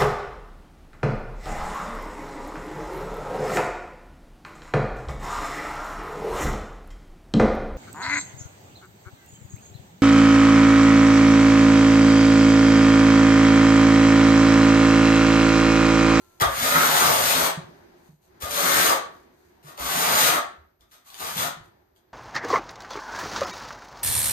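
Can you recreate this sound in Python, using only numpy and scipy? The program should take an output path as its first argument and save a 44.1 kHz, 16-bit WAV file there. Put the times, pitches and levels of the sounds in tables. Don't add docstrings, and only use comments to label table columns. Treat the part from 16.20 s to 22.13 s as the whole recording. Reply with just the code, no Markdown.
import sys
import numpy as np
from scipy import signal
from scipy.fft import rfft, irfft, next_fast_len
from scipy.io import wavfile
from scipy.ndimage import uniform_filter1d

SR = 44100
rng = np.random.default_rng(int(sys.argv[2]) if len(sys.argv) > 2 else 0)


def master_out(mix):
    frames = np.transpose(np.atleast_2d(mix))
    ceiling = np.clip(frames, -1, 1)
    pcm = np.round(ceiling * 32767).astype(np.int16)
    wavfile.write(sys.argv[1], SR, pcm)


def rack_gain(trim_db):
    fader = np.asarray(trim_db, float)
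    return 10 ** (fader / 20)


N = 261513
T = np.arange(N) / SR


def unit(x):
    return x / np.sqrt(np.mean(x ** 2))


def shape(x, gain):
    size = next_fast_len(x.shape[-1] + 8192)
    f = np.arange(size // 2 + 1) * SR / size + 1e-3
    return irfft(rfft(x, size) * gain(f), size)[..., :x.shape[-1]]


def colour(points):
    hz, db = np.transpose(points)
    return lambda f: rack_gain(np.interp(np.log(f), np.log(hz), db))


def octave(f, centre_hz):
    return np.cos(np.pi / 2 * np.clip(np.log2(f / centre_hz), -1, 1))


def body(modes):
    def gain(f):
        total = 0
        for k, (hz, width, db) in enumerate(modes):
            total = total + (-1) ** k * rack_gain(db) * 1j * f * width / (hz ** 2 - f ** 2 + 1j * f * width)
        return total
    return gain


def walk(rate):
    k = int(SR / rate)
    steps = np.repeat(rng.standard_normal(N // k + 1), k)
    return 0.73 * uniform_filter1d(uniform_filter1d(steps, k), k)[:N]


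def grains(per_s, spread_db):
    size = rack_gain(spread_db * np.minimum(rng.exponential(size=N), 2.5))
    return unit((rng.random(N) < per_s / SR) * rng.standard_normal(N) * size)


# (frequency [Hz], level [dB per Hz])
GRIT_HISS = [(710, -29), (1200, -7.5), (1280, -8), (1470, -8.5), (2750, -11.5), (3790, -9), (4970, -13.5),
             (5590, -11.5), (6780, -10.5), (7470, -14), (8230, -9.5), (10500, -15), (12900, -7.5),
             (15700, -18)]
# (frequency [Hz], width [Hz], level [dB])
BLADE_MODES = [(1130, 44, 2.5), (1210, 46, 4), (1297, 100, 2.5), (1426, 60, 1), (1558, 79, -3.5),
               (1822, 120, -2.5), (2112, 190, -9)]
# (frequency [Hz], width [Hz], level [dB])
BOARD_MODES = [(410, 160, -5.5), (512, 78, -2.5), (558.7, 36, 1.5), (644, 23, 4), (710.3, 50, 2.5),
               (922, 120, 0.5)]
# (frequency [Hz], width [Hz], level [dB])
JOIST_MODES = [(78, 22, -4), (126, 70, -5.5), (170.6, 29, 1), (261, 22, 1.5)]


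def strokes():
    drag = rack_gain(-4.5 + 1.0 * walk(30))
    sand, lumps = grains(9000, 2.8), grains(2500, 6.5)
    teeth = sand + 4.4 * lumps
    blade_low, blade_high = body(BLADE_MODES[:2]), body(BLADE_MODES[2:])
    board_low, board_high = body(BOARD_MODES[:3]), body(BOARD_MODES[3:])
    # (clicks, body, level [dB], share of the weight, lean to the bend, flutter [dB])
    parts = [(sand, colour(GRIT_HISS), 0, 0, 0, 1.2),
             (teeth, blade_low, -2.62, 1.16, -1, 2.2),
             (teeth, blade_high, -3.12, 1.16, 1, 2.2),
             (lumps, board_low, -7 - spot(), 0.67, -0.3, 2.2),
             (lumps, lambda f: -board_high(f), -5.5 + spot(), 0.67, -0.3, 2.2),
             (grains(600, 3.9), body(JOIST_MODES), -18, 0.05, 0, 2.5)]
    sound = 0
    for clicks, gain, db, share, lean, flutter_db in parts:
        level = rack_gain(db + flutter_db * walk(24.786))
        push = clicks * drag * contact(share, lean) * level
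        sound = sound + shape(push, gain) / np.std(shape(clicks, gain))
    return sound


# (time [s], drag [dB], weight on the blade [dB], blade bend towards the upper modes [dB])
STROKES = [
    [(0.26, -43.5, 4.5, 3), (0.314, -34, -8, 8.5), (0.42, -20.5, -11, 6), (0.58, -20, -1.5, 5.5),
     (0.69, -22, -5.5, 2), (0.87, -18, -3, -1), (0.95, -20.5, -11, -3.5), (1.126, -20.5, -10, -0.5),
     (1.27, -23.5, -5, -0.5)],
    [(2.26, -58.5, -2, -5.5), (2.308, -29.5, -12, 1.5), (2.39, -24, -5, -2.5), (2.568, -19.5, -6, 6.5),
     (2.7, -21, -1.5, -2), (2.765, -36.5, -3, 1)],
    [(3.575, -48, 4, -3), (3.602, -31.5, -5, 0.5), (3.72, -24.5, -9.5, -3), (3.868, -22, -6, -1),
     (4.084, -18, -7.5, 2), (4.14, -24.5, 0.5, 1.5), (4.18, -31, -1, 0)],
    [(4.85, -60, -1, 0), (4.9, -54.5, -2.5, -5), (4.978, -44, -21, -2), (5.002, -33, -13, -9),
     (5.072, -30.5, -9, 0), (5.142, -35.5, -17, -1), (5.18, -23.5, -8, 6), (5.275, -30.5, -5.5, -0.5)],
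]
# (time [s], peak level [dB], rise [s], fade [dB per s], weight [dB])
SCUFFS = [
    (0.217, -20.5, 0.023, 699, 8),
    (2.226, -31, 0.033, 200.5, -1),
    (3.432, -56.5, .005, 150, 2.5),
    (3.485, -48.5, 0.066, 159.5, -3),
    (4.61, -62, 0.0021, 450, 1.5),
    (4.715, -51, 0.002, 193, -6),
    (5.762, -61.5, .002, 701, -5),
]


def contact(share, lean=0):
    force = 0
    for rows in STROKES:
        s, drag_db, weight_db, bend_db = np.transpose(rows)
        lifted = np.clip(T - s[-1], 0, None)
        drag = np.interp(T, s, drag_db + lean * bend_db) - 701 * lifted
        weight = np.interp(T, s, weight_db) + 26 * lifted
        force = force + rack_gain(drag + share * weight) * np.clip((T - s[0]) / 0.0086 + 1, 0, 1)
    for s, db, rise, fade, weight_db in SCUFFS:
        level = rack_gain(db + share * weight_db - fade * np.clip(T - s, 0, None))
        force = force + level * np.clip((T - s) / rise + 1, 0, 1) ** 2 * (T < s + 0.3)
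    return force


BOARD_SPOTS = [1, -1.5, 1.5, 2]


def spot():
    starts = [rows[0][0] - 0.2 for rows in STROKES]
    return np.array(BOARD_SPOTS)[np.clip(np.searchsorted(starts, T) - 1, 0, None)]


def travel():
    start_db, end_db, wander_db = 1.5, 7, 5
    along = 0
    for rows in STROKES:
        first, last = rows[0][0], rows[-1][0]
        along = along + np.clip((T - first) / (last - first), 0, 1) ** 2.7 * (T < last + 0.3)
    return start_db + (end_db - start_db) * along + wander_db * walk(11)


# (time [s], peak level [dB], blade ring [dB], board knock [dB])
TAPS = [(0.1999, -18, -18, -41), (0.2127, -10.5, -28, -35), (0.2215, -37, 1, -46), (0.233, -36, -30, -27),
        (0.2499, -37, -32, -17), (0.2679, -39, -27, -35), (2.2215, -19, -44.5, -26),
        (2.24, -36, -31, -27.5), (3.4286, -47, -55, -57.5), (3.5776, -28, -44.5, -18),
        (4.6086, -48, -65, -61.5), (4.7126, -43, -65, -76.5), (4.724, -45, -60, -65),
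        (4.7394, -45, -60, -60), (4.868, -48, -49, -62), (4.9028, -32, -54, -53),
        (4.9433, -26.5, -48, -57.5), (4.998, -26, -44, -46), (5.1786, -14.5, -22.5, -44),
        (5.7618, -51, -71, -52)]
# (frequency [Hz], level [dB])
TAP_CRACK = [(1500, -11.5), (3500, 8.5), (6000, -0.5), (14000, -1.5)]
# (frequency [Hz], width [Hz], level [dB])
STRUCK_BLADE = [(930, 50, -7), (1220, 140, -1.5), (1230, 86, -0.5), (1600, 88, -10.5), (3480, 360, -11),
                (3580, 47, -10)]


def taps():
    crack, blade, board = np.zeros((3, N + 2000))
    t = np.arange(2000) / SR
    for s, db, blade_db, board_db in TAPS:
        noise = rng.standard_normal(2000)
        i = int(s * SR)
        crack[i:i + 2000] += rack_gain(db - 7.0) * noise * np.exp(-t / 0.0015)
        blade[i:i + 2000] += rack_gain(blade_db + 7.5) * noise * np.exp(-t / 0.0023)
        board[i:i + 2000] += rack_gain(board_db + 4.0) * noise * np.exp(-t / 0.0021)
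    knocks = shape(blade, body(STRUCK_BLADE)) + shape(board, body(BOARD_MODES))
    return (shape(crack, colour(TAP_CRACK)) + knocks)[:N]


# (time [s], peak level [dB], frequency [Hz], time to fade 60 dB [s])
THUDS = [(0.218, -20, 118.7, 0.15), (0.26, -28.5, 65, 0.36), (0.427, -42, 194, 0.27),
         (0.879, -31.5, 151.4, 0.12), (1.374, -25.5, 163, 0.11), (1.442, -41, 123, 0.21),
         (1.889, -45, 161.7, 0.13), (1.929, -54.5, 154.4, 0.13), (2.233, -29, 78.1, 0.12),
         (3.445, -45, 150, 0.19), (3.601, -40, 70, 0.5), (4.381, -49.5, 75.8, 0.27),
         (4.604, -55.5, 56.5, 0.19), (5.16, -35.5, 172, 0.32), (5.367, -43, 156.3, 0.13),
         (5.408, -38.5, 108.1, 0.1)]


def thuds():
    out = np.zeros(N)
    for s, db, hz, t60 in THUDS:
        t = np.clip(T - s, 0, None)
        swell = (1 - np.exp(-t / 0.0019)) * np.exp(-np.log(1000) * t / t60)
        out += rack_gain(db) * swell * np.sin(2 * np.pi * hz * t * (1 - 0.4 * t))
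    return out


# (frequency [Hz], time to fade 60 dB [s])
ROOM_FADE = [(60, 0.37), (250, 0.31), (1000, 0.44), (4000, 0.35), (11000, 0.18)]


def echo():
    t = np.arange(int(0.8 * SR)) / SR
    hz, t60 = np.transpose(ROOM_FADE)
    tail = 0
    for centre in 45 * 2 ** np.arange(0, 9.):
        band = shape(rng.standard_normal((2, len(t))), lambda f: octave(f, centre))
        tail = tail + band * np.exp(-np.log(1000) * t / np.interp(np.log(centre), np.log(hz), t60))
    tail = tail * (1 - np.exp(-(t / 0.0028) ** 2))
    return tail / np.sqrt(np.sum(tail ** 2) / 2)


def room(x, count=5):
    place = (T / 0.12) % count
    out = 0
    for k in range(count):
        away = (place - k + count / 2) % count - count / 2
        near = np.cos(np.pi / 2 * np.clip(away, -1, 1))
        out = out + signal.fftconvolve((x * near)[None], echo(), axes=1)[:, :N]
    return out


# (time [s], opening level [dB])
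GATE = [(0.0, -65), (0.18, -63), (1.5, -53), (1.88, -60.5), (1.97, -73.5), (2.15, -58.5), (2.93, -54),
        (3.17, -63), (3.42, -60.5), (4.3, -60), (4.5, -68.5), (4.586, -74.5), (4.62, -68), (4.84, -80),
        (4.9, -69), (5.5, -62.5), (5.73, -70.5), (5.93, -68)]
# (frequency [Hz], level [dB per Hz])
HUM = [(88, -38.5), (150, -8), (315, -10), (356, 0.5), (442, -13), (900, -13), (1220, -20.5), (1720, -18.5),
       (2800, -29.5), (6000, -32.5), (7800, -56), (13200, -120)]
# (frequency [Hz], level [dB per Hz])
CLOTH = [(1470, -28.5), (2500, -6.5), (3430, -10), (4220, -3.5), (5530, -13.5), (5980, -3), (10300, -10.5),
         (12700, -4), (15800, -16.5)]
# (peak time [s], peak level [dB], fade [s])
RUSTLES = [(0.02, -68.5, 0.46), (1.558, -85, 0.044), (1.78, -78, 0.039), (1.86, -71, 0.1),
           (2.04, -69.5, 0.052), (2.952, -73.5, 0.088), (3.198, -75, .15), (4.611, -73, 0.027),
           (4.725, -65.5, 0.064), (4.877, -53, 0.043), (5.449, -69.5, 0.044), (5.77, -74, 0.035)]
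# (frequency [Hz], level [dB rms])
LIFTED_BLADE = [(1034, -79.5), (1357, -74)]


def background():
    gate_db = np.interp(T, *np.transpose(GATE))
    rubbing = rack_gain(gate_db - 18.5)
    for s, db, fade in RUSTLES:
        width = np.where(T < s, 0.39 * fade, fade)
        rubbing = rubbing + rack_gain(db) * np.exp(-((T - s) / width) ** 2)
    hum = 0
    for centre in 180 * 2 ** np.arange(0, 6.):
        waver = rng.standard_normal((2, N)) * rack_gain(1.5 * walk(19))
        hum = hum + shape(waver, lambda f: colour(HUM)(f) * octave(f, centre))
    rustle = shape(np.array([grains(6000, 2.5), grains(6000, 2.5)]), colour(CLOTH))
    rumble_modes = [(75.6, 47, 4.0), (120, 27, -10.0)]  # (frequency [Hz], width [Hz], level [dB])
    rumble = shape(rng.standard_normal(N) * rack_gain(2.0 * walk(3.2)), body(rumble_modes))
    ring = sum(rack_gain(db + 10.5) * np.sin(2 * np.pi * hz * T) for hz, db in LIFTED_BLADE)
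    ring = ring * np.exp(-T / 0.4) * (T < 0.22)
    hiss = shape(rng.standard_normal(N), lambda f: np.exp(-((f - 13000) / 1500) ** 2))
    out = unit(hum) * rack_gain(gate_db + 2.5) + unit(rustle) * rubbing * rack_gain(1.5)
    out = out + unit(rumble) * rack_gain(-69.5 + 0.36 * (gate_db + 64.5))
    return out + ring + rack_gain(-82.5) * unit(hiss)


def scene():
    lag_s, echo_db = 0.000416, 1.72
    trowel = strokes() + taps()
    floor = thuds()
    pan_db = travel()
    left = trowel * rack_gain(pan_db / 2)
    right = shape(trowel * rack_gain(-pan_db / 2), lambda f: np.exp(-2j * np.pi * f * lag_s))
    return np.array([left, right]) + rack_gain(echo_db) * room(trowel + 0.55 * floor) + floor + background()


def top_cut(x):
    return signal.sosfilt(signal.butter(12, 16660, fs=SR, output="sos"), x)


# (frequency [Hz], width [Hz], level [dB])
HOUSING_DIPS = [(2880, 210, -1), (5560, 210, -6), (7500, 230, -5), (10520, 500, -2.5)]
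# (frequency [Hz], half of left minus right [dB])
EARS = [(100, -1), (300, -2), (800, 1.32), (2400, 0.07), (5000, 2.5), (9000, 1.2), (11500, 0)]


def record(dry):
    mono_hz, joint_hz, top_hz = 260, 11200, 15800

    def housing(f):
        return rack_gain(sum(db * np.exp(-((f - hz) / width) ** 2) for hz, width, db in HOUSING_DIPS))

    def width(f):
        bass = 0.16 + 0.93 / (1 + (mono_hz / f) ** 4)
        return bass * np.clip((joint_hz - f) / 200 + 0.5, 0, 1)

    mid = shape(dry.mean(axis=0), lambda f: housing(f) * np.clip((top_hz - f) / 300, 0, 1) ** 2)
    side = shape((dry[0] - dry[1]) / 2, lambda f: housing(f) * width(f))
    left = shape(mid + side, colour(EARS))
    right = shape(mid - side, lambda f: 1 / colour(EARS)(f))
    return top_cut(np.array([left, right]))


dry = scene()
out = record(dry)
master_out(out)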